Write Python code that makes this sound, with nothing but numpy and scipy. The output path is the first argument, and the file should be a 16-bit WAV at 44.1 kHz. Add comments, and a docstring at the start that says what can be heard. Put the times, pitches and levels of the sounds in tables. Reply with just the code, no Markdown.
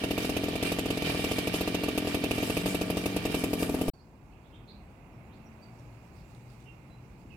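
"""A two-stroke chainsaw idles unevenly in a walled garden, heard on a stereo pair of microphones.
It fires mostly every second to fourth turn, each blast ringing the silencer and coming back off the
walls; it puffs softly in between, the housing hums, and the chain creeps and rattles along the bar.
The sound then cuts to a quiet patio: traffic in the distance, small birds echoing between the houses,
a few leaf rustles close by and one soft handling bump."""
import sys
import numpy as np
from scipy import signal
from scipy.fft import rfft, irfft, next_fast_len
from scipy.io import wavfile
from scipy.ndimage import uniform_filter1d, map_coordinates

SR = 44100
rng = np.random.default_rng(int(sys.argv[2]) if len(sys.argv) > 2 else 0)


def transcribe(u):
    """Save the signal u as a 16-bit wav file named by the first command-line argument.

    u: samples, shape (n,) or (channels, n), limited to [-1, 1]; the rate is SR.
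    q: integer samples, one column per channel.
    """
    v = np.clip(np.atleast_2d(u).T, -1, 1)
    q = np.round(v * 32767).astype(np.int16)
    wavfile.write(sys.argv[1], SR, q)


N = 324773
TURN_S = .0232  # one turn of the crank at idle
# reflections off the housing, ground and garden walls: delay/ms, gain
REFLECTIONS = [(2.56, -0.7), (4.3, 1.15), (6.62, 0.33), (10.79, 0.21), (14.61, 0.29)]


def amp(db):
    """Decibels to gain."""
    return 10 ** (np.asarray(db) / 20)


def unit(x):
    """Scale to rms 1."""
    return x / np.sqrt(np.mean(x ** 2) + 1e-20)


def clock():
    """Time of each sample in seconds."""
    return np.arange(N) / SR


def along(points, hz):
    """Read (f/Hz, value) points on a log frequency axis."""
    f, values = np.transpose(points)
    return np.interp(np.log(hz + 1), np.log(f + 1), values)


def curves(rows):
    """One value per sample for each column after the time."""
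    times, *columns = np.transpose(rows)
    return [np.interp(clock(), times, column) for column in columns]


def wobble(rate):
    """A smooth random curve, rate knots a second."""
    knots = rng.standard_normal(int(N * rate / SR) + 4)
    return map_coordinates(knots, [np.arange(N) * rate / SR])


def filtered(x, response):
    """x times a complex response of frequency."""
    size = next_fast_len(N + SR // 2)
    return irfft(rfft(x, size) * response(np.fft.rfftfreq(size, 1 / SR)), size)[..., :N]


def coloured(x, spectrum):
    """x through a spectrum that falls away below its first point, at rms 1."""
    return unit(filtered(x, lambda hz: amp(along(spectrum, hz)) * np.minimum(hz / spectrum[0][0], 1) ** 4))


def resonate(x, modes):
    """x through parallel resonances (f/Hz, width/Hz, level/dB)."""
    return filtered(x, lambda hz: sum(amp(db) * 1j * hz * width / (centre ** 2 - hz ** 2 + 1j * hz * width)
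                                      for centre, width, db in modes))


def struck(x, spectrum, size=8192):
    """x through a minimum-phase filter (f/Hz, level/dB), which rings only after each blow."""
    log_gain = np.log(amp(along(spectrum, np.fft.rfftfreq(size, 1 / SR))))
    cepstrum = irfft(log_gain) * np.r_[1, np.full(size // 2 - 1, 2), np.zeros(size // 2)]
    return signal.fftconvolve(x, irfft(np.exp(rfft(cepstrum))))[:N]


def impulses(times, sizes):
    """One spike at each time."""
    return np.bincount(np.clip(np.round(times * SR).astype(int), 0, N - 1), sizes, N)


def bursts(times, power, decay_s):
    """Amplitude envelope of bursts whose power dies exponentially."""
    pole = np.exp(-1 / (decay_s * SR))
    return np.sqrt(np.abs(signal.lfilter([1], [1, -pole], impulses(times, power))))


def grit(spread_db, rate):
    """Stereo noise whose strength jumps from one tiny contact to the next."""
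    return unit(rng.standard_normal((2, N)) * amp(spread_db * wobble(rate)))


def patchy(x, depth_db):
    """Random gain patches, some hundred Hz wide and a few hundredths of a second long."""
    spectra = signal.stft(x, nperseg=256)[2]
    field = uniform_filter1d(rng.standard_normal(spectra.shape[1:]), size=4, axis=0)
    field = uniform_filter1d(field, size=10, axis=1)
    return signal.istft(spectra * amp(depth_db * unit(field)), nperseg=256)[1][:, :N]


def note(start, length, start_hz, end_hz, db, waver_hz):
    """A gliding tone that swells and fades, its pitch bent by the curve waver_hz."""
    t, tone = clock(), np.zeros(N)
    span = (t >= start) & (t < start + length)
    progress = (t[span] - start) / length
    pitch_hz = start_hz + (end_hz - start_hz) * progress + waver_hz[span]
    tone[span] = amp(db) * np.sin(np.pi * progress) * np.sin(2 * np.pi * np.cumsum(pitch_hz) / SR)
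    return tone


def balanced(x, balance):
    """Share the power between the microphones, frequency by frequency."""
    def gains(hz):
        ratio = amp(along(balance, hz))
        return np.array([ratio, np.ones_like(ratio)]) * np.sqrt(2 / (1 + ratio ** 2))
    return filtered(x, gains)


def reverb(x, decay):
    """A diffuse stereo tail, each frequency dying at its own speed (f/Hz, t60/s)."""
    hz, t, spectra = signal.stft(rng.standard_normal((2, SR // 2)), SR, nperseg=256)
    tail = signal.istft(spectra * amp(-60 * t / along(decay, hz)[:, None]), SR, nperseg=256)[1]
    return signal.fftconvolve(np.atleast_2d(x), tail / np.linalg.norm(tail[0]), axes=1)[:, :N]


def rush(spectrum):
    """Outdoor noise, alike at both microphones in the bass and nearly unrelated in the treble."""
    # likeness of left and right: f/Hz, correlation
    likeness = [(60, 0.94), (130, 0.96), (290, 0.87), (640, 0.75), (1410, 0.095), (3100, 0.064), (6820, 0),
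                (15000, 0.3)]

    def mid_side(hz):
        angle = np.arccos(np.clip(along(likeness, hz), -1, 1)) / 2
        return np.array([np.cos(angle), np.sin(angle)])
    mid, side = filtered(rng.standard_normal((2, N)), mid_side)
    return coloured(np.array([mid + side, mid - side]), spectrum)


def distant_traffic(waver_hz=3.1):
    """Traffic far from the patio: rumble, tyre wash, droning engines and a fluttering hiss above."""
    # background levels: t/s, rumble/dB, tyres/dB, air/dB, hiss/dB
    levels = [(3.96, -55, -63, -73, -76.5), (4.45, -52.5, -61, -67, -77),
              (5.35, -52.5, -58.5, -63.5, -76.5), (5.75, -52, -58.5, -64.5, -72), (6.6, -51, -61, -65, -70),
              (6.8, -52, -60.5, -64.5, -76), (7.36, -50.5, -61.5, -67.5, -72.5)]
    # spectra of those four layers: f/Hz, relative level/dB
    rumble_spectrum = [(24, -24), (45, 4.5), (75, 3), (110, 3.5), (160, 1.5), (230, -3.5), (320, -6),
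                       (450, -16), (700, -36), (1200, -68)]
    tyre_spectrum = [(210, -18), (350, 1), (436, -1), (460, -0.5), (907, 0), (1250, -8.5), (1800, -14.5),
                     (2340, -46), (3960, -120)]
    air_spectrum = [(1200, -0.5), (1750, -6.5), (2100, 1.5), (2500, 2.5), (2800, -0.5), (3000, -10.5),
                    (4000, -18.5), (5000, -32), (6500, -24.5)]
    hiss_spectrum = [(3000, -3), (4500, 3.5), (6000, -0.5), (6800, 1.5), (7800, 0), (9000, -7.5),
                     (10500, -6.5), (16000, -10)]
    # far engine notes: t/s, length/s, f/Hz, level/dB
    engine_notes = [(4.65, 0.2, 212, -53), (5.2, 0.64, 221, -54.5), (5.623, .48, 117.2, -49.5),
                    (6.27, 0.52, 121, -48.5), (6.75, 0.51, 123.6, -50.5)]
    rumble_db, tyre_db, air_db, hiss_db = curves(levels)
    rumble = amp(rumble_db + 0.97 * wobble(9)) * rush(rumble_spectrum)
    tyres = amp(tyre_db) * rush(tyre_spectrum)
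    hiss = amp(hiss_db + 0.97 * wobble(25)) * patchy(rush(hiss_spectrum), depth_db=2.0)
    bend_hz = waver_hz * wobble(14)
    engines = sum(note(start, length, hz, hz, db, bend_hz) for start, length, hz, db in engine_notes)
    return engines + rumble + tyres + amp(air_db) * rush(air_spectrum) + hiss


def leaves():
    """Brief gritty leaf rustles close to the microphones."""
    # soft rustles: t/s, level/dB
    rustles = [(5.79, -70), (6.349, -66.5), (6.50, -67), (6.601, -69)]
    times, db = np.transpose(rustles)
    spectrum = [(3500, 2), (6000, -4), (9000, 0), (11500, -15), (16000, -25)]
    return bursts(times, amp(db) ** 2, decay_s=0.023) * coloured(grit(spread_db=5, rate=800), spectrum)


def handling_bump(at_s=7.255, soft_hz=700):
    """A finger knocks the case softly, once."""
    knock = resonate(impulses(np.array([at_s]), np.ones(1)), [(252, 63, 1)])
    return filtered(knock, lambda hz: 1 / (1 + (hz / soft_hz) ** 2))


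def birds(chirp_s=0.066, chip_s=.055, whistle_rasp_hz=50, chirp_rasp_hz=130, chip_rasp_hz=296):
    """Level whistles, falling chirps and farther raspy chips, echoing between the houses."""
    # clean whistles: t/s, length/s, f/Hz, level/dB
    whistle_calls = [(3.92, .035, 4530, -64), (5.118, .05, 5560, -77), (5.45, .038, 5710, -67),
                     (5.616, 0.043, 4610, -57.5), (5.773, .04, 5500, -70), (6.892, .085, 3990, -65.5)]
    # falling chirps and rising chips: t/s, start f/Hz, end f/Hz, relative level/dB
    chirp_calls = [(6.651, 2890, 2720, -57.5), (7.293, 2780, 2450, -56.5)]
    chip_calls = [(3.975, 4350, 4800, -66.5), (4.307, 2540, 2680, -65), (4.43, 3200, 3650, -67),
                  (4.52, 2890, 3700, -58), (4.672, 3880, 4440, -53), (5.307, 3010, 4600, -64.5),
                  (6.148, 4570, 4900, -69)]
    # reverberation between the houses: f/Hz, t60/s
    yard_decay = [(2000, 0.47), (6000, 0.26)]
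    flutter = wobble(700)
    whistles = sum(note(start, length, hz, hz, db, whistle_rasp_hz * flutter)
                   for start, length, hz, db in whistle_calls)
    chirps = sum(note(start, chirp_s, *glide, db, chirp_rasp_hz * flutter)
                 for start, *glide, db in chirp_calls)
    chips = sum(note(start, chip_s, *glide, db, chip_rasp_hz * flutter)
                for start, *glide, db in chip_calls)
    nearer = whistles + chirps
    echo = reverb(amp(-2) * nearer + amp(.5) * chips, yard_decay)
    return nearer + amp(-3) * chips + echo


def patio(floor_db=-81):
    """The quiet patio over faint microphone hiss."""
    # balance of the microphones: f/Hz, left minus right/dB
    balance = [(100, 1), (700, 0), (1000, -4), (1700, -9.5), (2400, -21), (2850, -17), (3100, -6.5),
               (5000, -11), (7500, -11), (9000, -3), (11000, 0.5)]
    outdoors = distant_traffic() + birds() + leaves() + handling_bump()
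    return balanced(outdoors, balance) + amp(floor_db) * rng.standard_normal((2, N))


def firings(usual_turns=3, charge_db=1.15, misfire_db=3.5, rise_db_per_s=0.25):
    """Time, thump level and spit level of each firing, set by the pauses before and after it."""
    # the engine fires: t/s
    firing_times = [.038, .108, .179, .247, .294, .366, .436, .484, .532, .555, .627, .719, .787, .858,
                    .904, .973, 1.022, 1.071, 1.096, 1.147, 1.194, 1.242, 1.314, 1.384, 1.473, 1.540, 1.609,
                    1.676, 1.746, 1.836, 1.884, 1.977, 2.048, 2.072, 2.145, 2.239, 2.310, 2.381, 2.428,
                    2.499, 2.569, 2.659, 2.746, 2.813, 2.901, 2.970, 3.058, 3.164, 3.253, 3.344, 3.438,
                    3.532, 3.625, 3.694, 3.743, 3.813, 3.882]
    fired = np.array(firing_times)
    pause_doublings = np.log2(np.maximum(np.diff(fired) / TURN_S, 1) / usual_turns)
    burn_db = charge_db * np.r_[0, pause_doublings]  # stronger after a long pause
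    burn_db += misfire_db * np.minimum(np.r_[pause_doublings, 0], 0)  # a poor burn soon fires again
    thump_db = 1.94 + burn_db + rise_db_per_s * fired
    spit_db = -33.5 + 2.16 * burn_db + 0.7 * rng.standard_normal(len(fired))
    return fired, thump_db, spit_db


def coasting_turns(fired):
    """Times of the turns on which the engine coasts between firings."""
    edges = np.r_[fired[0] - 2 * TURN_S, fired]
    return np.concatenate([np.linspace(start, end, max(round((end - start) / TURN_S), 1) + 1)[1:-1]
                           for start, end in zip(edges, edges[1:])])


def housing(turns, intake_db=-46, waver_db=2, rise_db_per_s=2):
    """The housing hums whenever a crank order meets a resonance, over a rough rumble of intake air."""
    # housing resonances: f/Hz, half width/Hz, relative level/dB
    modes = [(121.4, 3.2, -46.5), (161.6, 4.3, -40), (182, 5.9, -44.5), (257, 5.8, -46.5),
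             (296.4, 6.3, -48.5), (434, 14, -52), (629, 12, -56.5)]
    # crank orders: multiples of the turning rate
    orders = (3, 4, 6, 7, 10, 14, 15)
    t, turns = clock(), np.sort(np.r_[turns.min() - TURN_S, turns])
    crank_angle = 2 * np.pi * np.interp(t, turns, np.arange(len(turns)))
    speed_hz = uniform_filter1d(np.interp(t, turns[1:], 1 / np.diff(turns)), size=9000)

    def response(hz):
        return sum(amp(db) / (1 + ((hz - centre) / width) ** 2) for centre, width, db in modes)
    hum = sum(response(k * speed_hz) * amp(waver_db * wobble(10)) * np.cos(k * crank_angle) for k in orders)
    intake_spectrum = [(25, -26), (45, -2), (70, -6), (120, -3.5), (150, 1), (260, -10.5), (400, -12),
                       (900, -38)]
    intake = coloured(rng.standard_normal(N), intake_spectrum)
    return amp(rise_db_per_s * t) * hum + amp(intake_db) * intake


def creeping(starts, lengths, creep_db, rest_db, attack_s=0.019, release_s=0.059):
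    """Chain level in dB, above rest with each creep: it starts quickly, holds and runs out."""
    t, power = clock(), amp(rest_db) ** 2
    for start, length, db in zip(starts, lengths, creep_db):
        attack = np.clip((t - start) / attack_s, 0, 1)
        release = np.exp(-np.maximum(t - start - length, 0) / release_s)
        power = power + (amp(db) * attack * release) ** 2
    return 10 * np.log10(power)


def chain(turns, throb=0.098, ring_db=-1.0, restless_db=1.2):
    """Links and clutch rattle with every turn and sizzle when the chain creeps round."""
    # the chain creeps along the bar: t/s, length/s, rattle/dB, sizzle/dB
    creeps = [(0.187, .05, -42, -44.5), (0.638, 0.029, -35.5, -41.5), (1.034, .07, -38, -43),
              (1.16, .26, -46, -49), (1.522, 0.034, -42, -41), (2.064, 0.037, -41, -46.5),
              (2.33, 0.28, -43.5, -46.5), (2.658, 0.029, -39, -41.5), (2.958, 0.032, -49, -46.5),
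              (3.298, 0.094, -45, -45.5), (3.582, 0.031, -40, -40), (3.68, .2, -58, -53)]
    # spectra of the links' rattle and sizzle: f/Hz, relative level/dB
    rattle_spectrum = [(300, -2), (700, -1), (1100, -10), (1500, -6.5), (2050, -6), (2400, -2.5),
                       (3100, -3.5), (4000, -7.5), (5100, -10.5), (6500, -25), (9000, -50)]
    sizzle_spectrum = [(2500, -32), (5000, 0), (7000, -3), (8500, 1), (9600, -1.5), (12000, -2),
                       (14000, -8.5), (16000, -19)]
    # ringing of bar, clutch and cooling fins: f/Hz, width/Hz, relative level/dB
    metal_modes = [(1187, 39, -5), (1392, 36, -10.5), (1860, 120, -8.5), (2350, 68, 2), (2758, 49, 0),
                   (3030, 31, 0.5), (3720, 19, -3.5), (4660, 63, -13)]
    starts, lengths, creep_rattle_db, creep_sizzle_db = np.transpose(creeps)
    rattle_db = creeping(starts, lengths, creep_rattle_db, rest_db=-42)
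    sizzle_db = creeping(starts, lengths, creep_sizzle_db, rest_db=-54) + restless_db * wobble(15)
    shake = 1 + throb * (bursts(turns, np.ones(len(turns)), decay_s=0.0044) - .5)
    coarse = patchy(grit(spread_db=2.5, rate=900), depth_db=1.5)
    fine = patchy(grit(spread_db=3, rate=2400), depth_db=2.5)
    rattle = amp(rattle_db) * coloured(shake * coarse, rattle_spectrum)
    ring = amp(rattle_db + ring_db) * unit(resonate(shake * grit(spread_db=3.5, rate=600), metal_modes))
    sizzle = amp(sizzle_db) * coloured(shake * fine, sizzle_spectrum)
    return rattle + ring + sizzle


def spit(fired, spit_db, echo_power=0.85, clack_db=-2.5):
    """Each firing cracks out of the port, clacks the metal parts and comes again off the wall."""
    # the crack at the port: f/Hz, relative level/dB
    crack_spectrum = [(600, -8), (1200, 4), (2000, 0), (2700, 17.5), (3500, 3.5), (5000, 4), (7000, -1),
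                      (8600, 3), (10000, 0.5), (12000, 8.5), (14000, -6.5), (16000, -21)]
    clack_modes = [(1200, 39, -2), (2620, 410, 0), (3540, 270, -6.5), (4770, 72, -8.5)]
    power, echo_s = amp(spit_db) ** 2, REFLECTIONS[1][0] / 1000
    envelope = bursts(np.r_[fired, fired + echo_s], np.r_[power, echo_power * power], decay_s=0.0049)
    crack = coloured(patchy(grit(spread_db=1.0, rate=1100), depth_db=3), crack_spectrum)
    clack = unit(resonate(rng.standard_normal((2, N)), clack_modes))
    return envelope * (crack + amp(clack_db) * clack)


def off_axis(x, low_hz=1700, high_hz=6500):
    """The upper mids fade as the microphone turns away from the saw; the rest stays."""
    # gain of the upper mids: t/s, level/dB
    facing = [(0, -1), (1.2, 1), (2.55, -1), (2.85, -2.5), (3.3, -1), (3.7, -7), (3.9, -6.5)]
    mids = filtered(x, lambda hz: (1 - 1 / (1 + (hz / low_hz) ** 6)) / (1 + (hz / high_hz) ** 6))
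    return x + (amp(curves(facing)[0]) - 1) * mids


def exhaust(fired, thump_db, coasting, puff_db=-2.5, puff_hz=270, boom_hz=260, thin_hz=70, top_hz=1500):
    """Sharp blasts and soft, uneven unburnt puffs ring the silencer; the walls repeat them."""
    # response of the silencer: f/Hz, level/dB
    silencer = [(25, -29.5), (110, -3), (190, 6.5), (280, 9.5), (360, 13.5), (440, 8.5), (530, 6),
                (620, 11), (780, 1), (1030, -13.5), (1180, 3.5), (1400, -24), (2500, -23.5), (6000, -64)]
    # low boom of each firing: f/Hz, width/Hz, relative level/dB
    boom_modes = [(70.6, 44, 15), (111, 14, 16), (185.5, 20.4, 18)]
    blasts = impulses(fired, amp(thump_db))
    scatter_db, jitter_s = (rng.uniform(-1, 1, (len(coasting), 2)) * [3, .0011]).T
    puffs = impulses(coasting + jitter_s, amp(puff_db + scatter_db))
    gas = blasts + filtered(puffs, lambda hz: 1 / (1 + 1j * hz / puff_hz))

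    def walls(hz):
        return 1 + sum(gain * np.exp(-2j * np.pi * hz * ms / 1000) for ms, gain in REFLECTIONS)
    pipe = filtered(struck(gas, silencer), walls)
    boom = resonate(blasts + 0.072 * gas, boom_modes)
    # band-limited, the boom swells a moment after the blast
    boom = filtered(boom, lambda hz: 1 / (1 + 1j * hz / boom_hz) * 1j * hz / (thin_hz + 1j * hz))
    return filtered(pipe, lambda hz: 1 / (1 + (hz / top_hz) ** 6)) + boom


def chainsaw():
    """The idling saw and the walled garden around it, as they reach the two microphones."""
    # reverberation of the garden: f/Hz, t60/s
    garden_decay = [(100, 0.65), (500, 0.16), (3000, 0.55), (12000, 0.017)]
    # the left microphone is bright, the right peaks in the upper mids: f/Hz, left minus right/dB
    balance = [(100, 1), (1200, 1), (1800, -4), (2050, -9), (2350, -7.5), (2800, -11), (3700, -0.5),
               (5100, -3.5), (6000, 9.5), (7200, 24), (9000, 25.5), (11500, 12), (14500, 8.5), (15800, 14)]
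    fired, thump_db, spit_db = firings()
    coasting = coasting_turns(fired)
    turns = np.r_[fired, coasting]
    thumps = exhaust(fired, thump_db, coasting)
    clatter = off_axis(spit(fired, spit_db) + chain(turns))
    tail = reverb(thumps, garden_decay)
    garden = amp(-11) * tail.mean(axis=0) + amp(-16) * tail  # low echoes, almost alike on both sides
    return balanced(thumps + housing(turns) + clatter + garden, balance)


def scene(saw_end_s=3.902, patio_start_s=3.934, fade_s=.003):
    """The saw in the garden, a moment of silence, then the patio."""
    t = clock()
    fade_in = np.clip((t - patio_start_s) / fade_s, 0, 1)
    fade_out = np.clip((saw_end_s - t) / fade_s, 0, 1)
    return patio() * fade_in + chainsaw() * fade_out


def record(dry, top_hz=16050):
    """Nothing is kept above the band limit."""
    return filtered(dry, lambda hz: hz < top_hz)


dry = scene()
out = record(dry)
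transcribe(out)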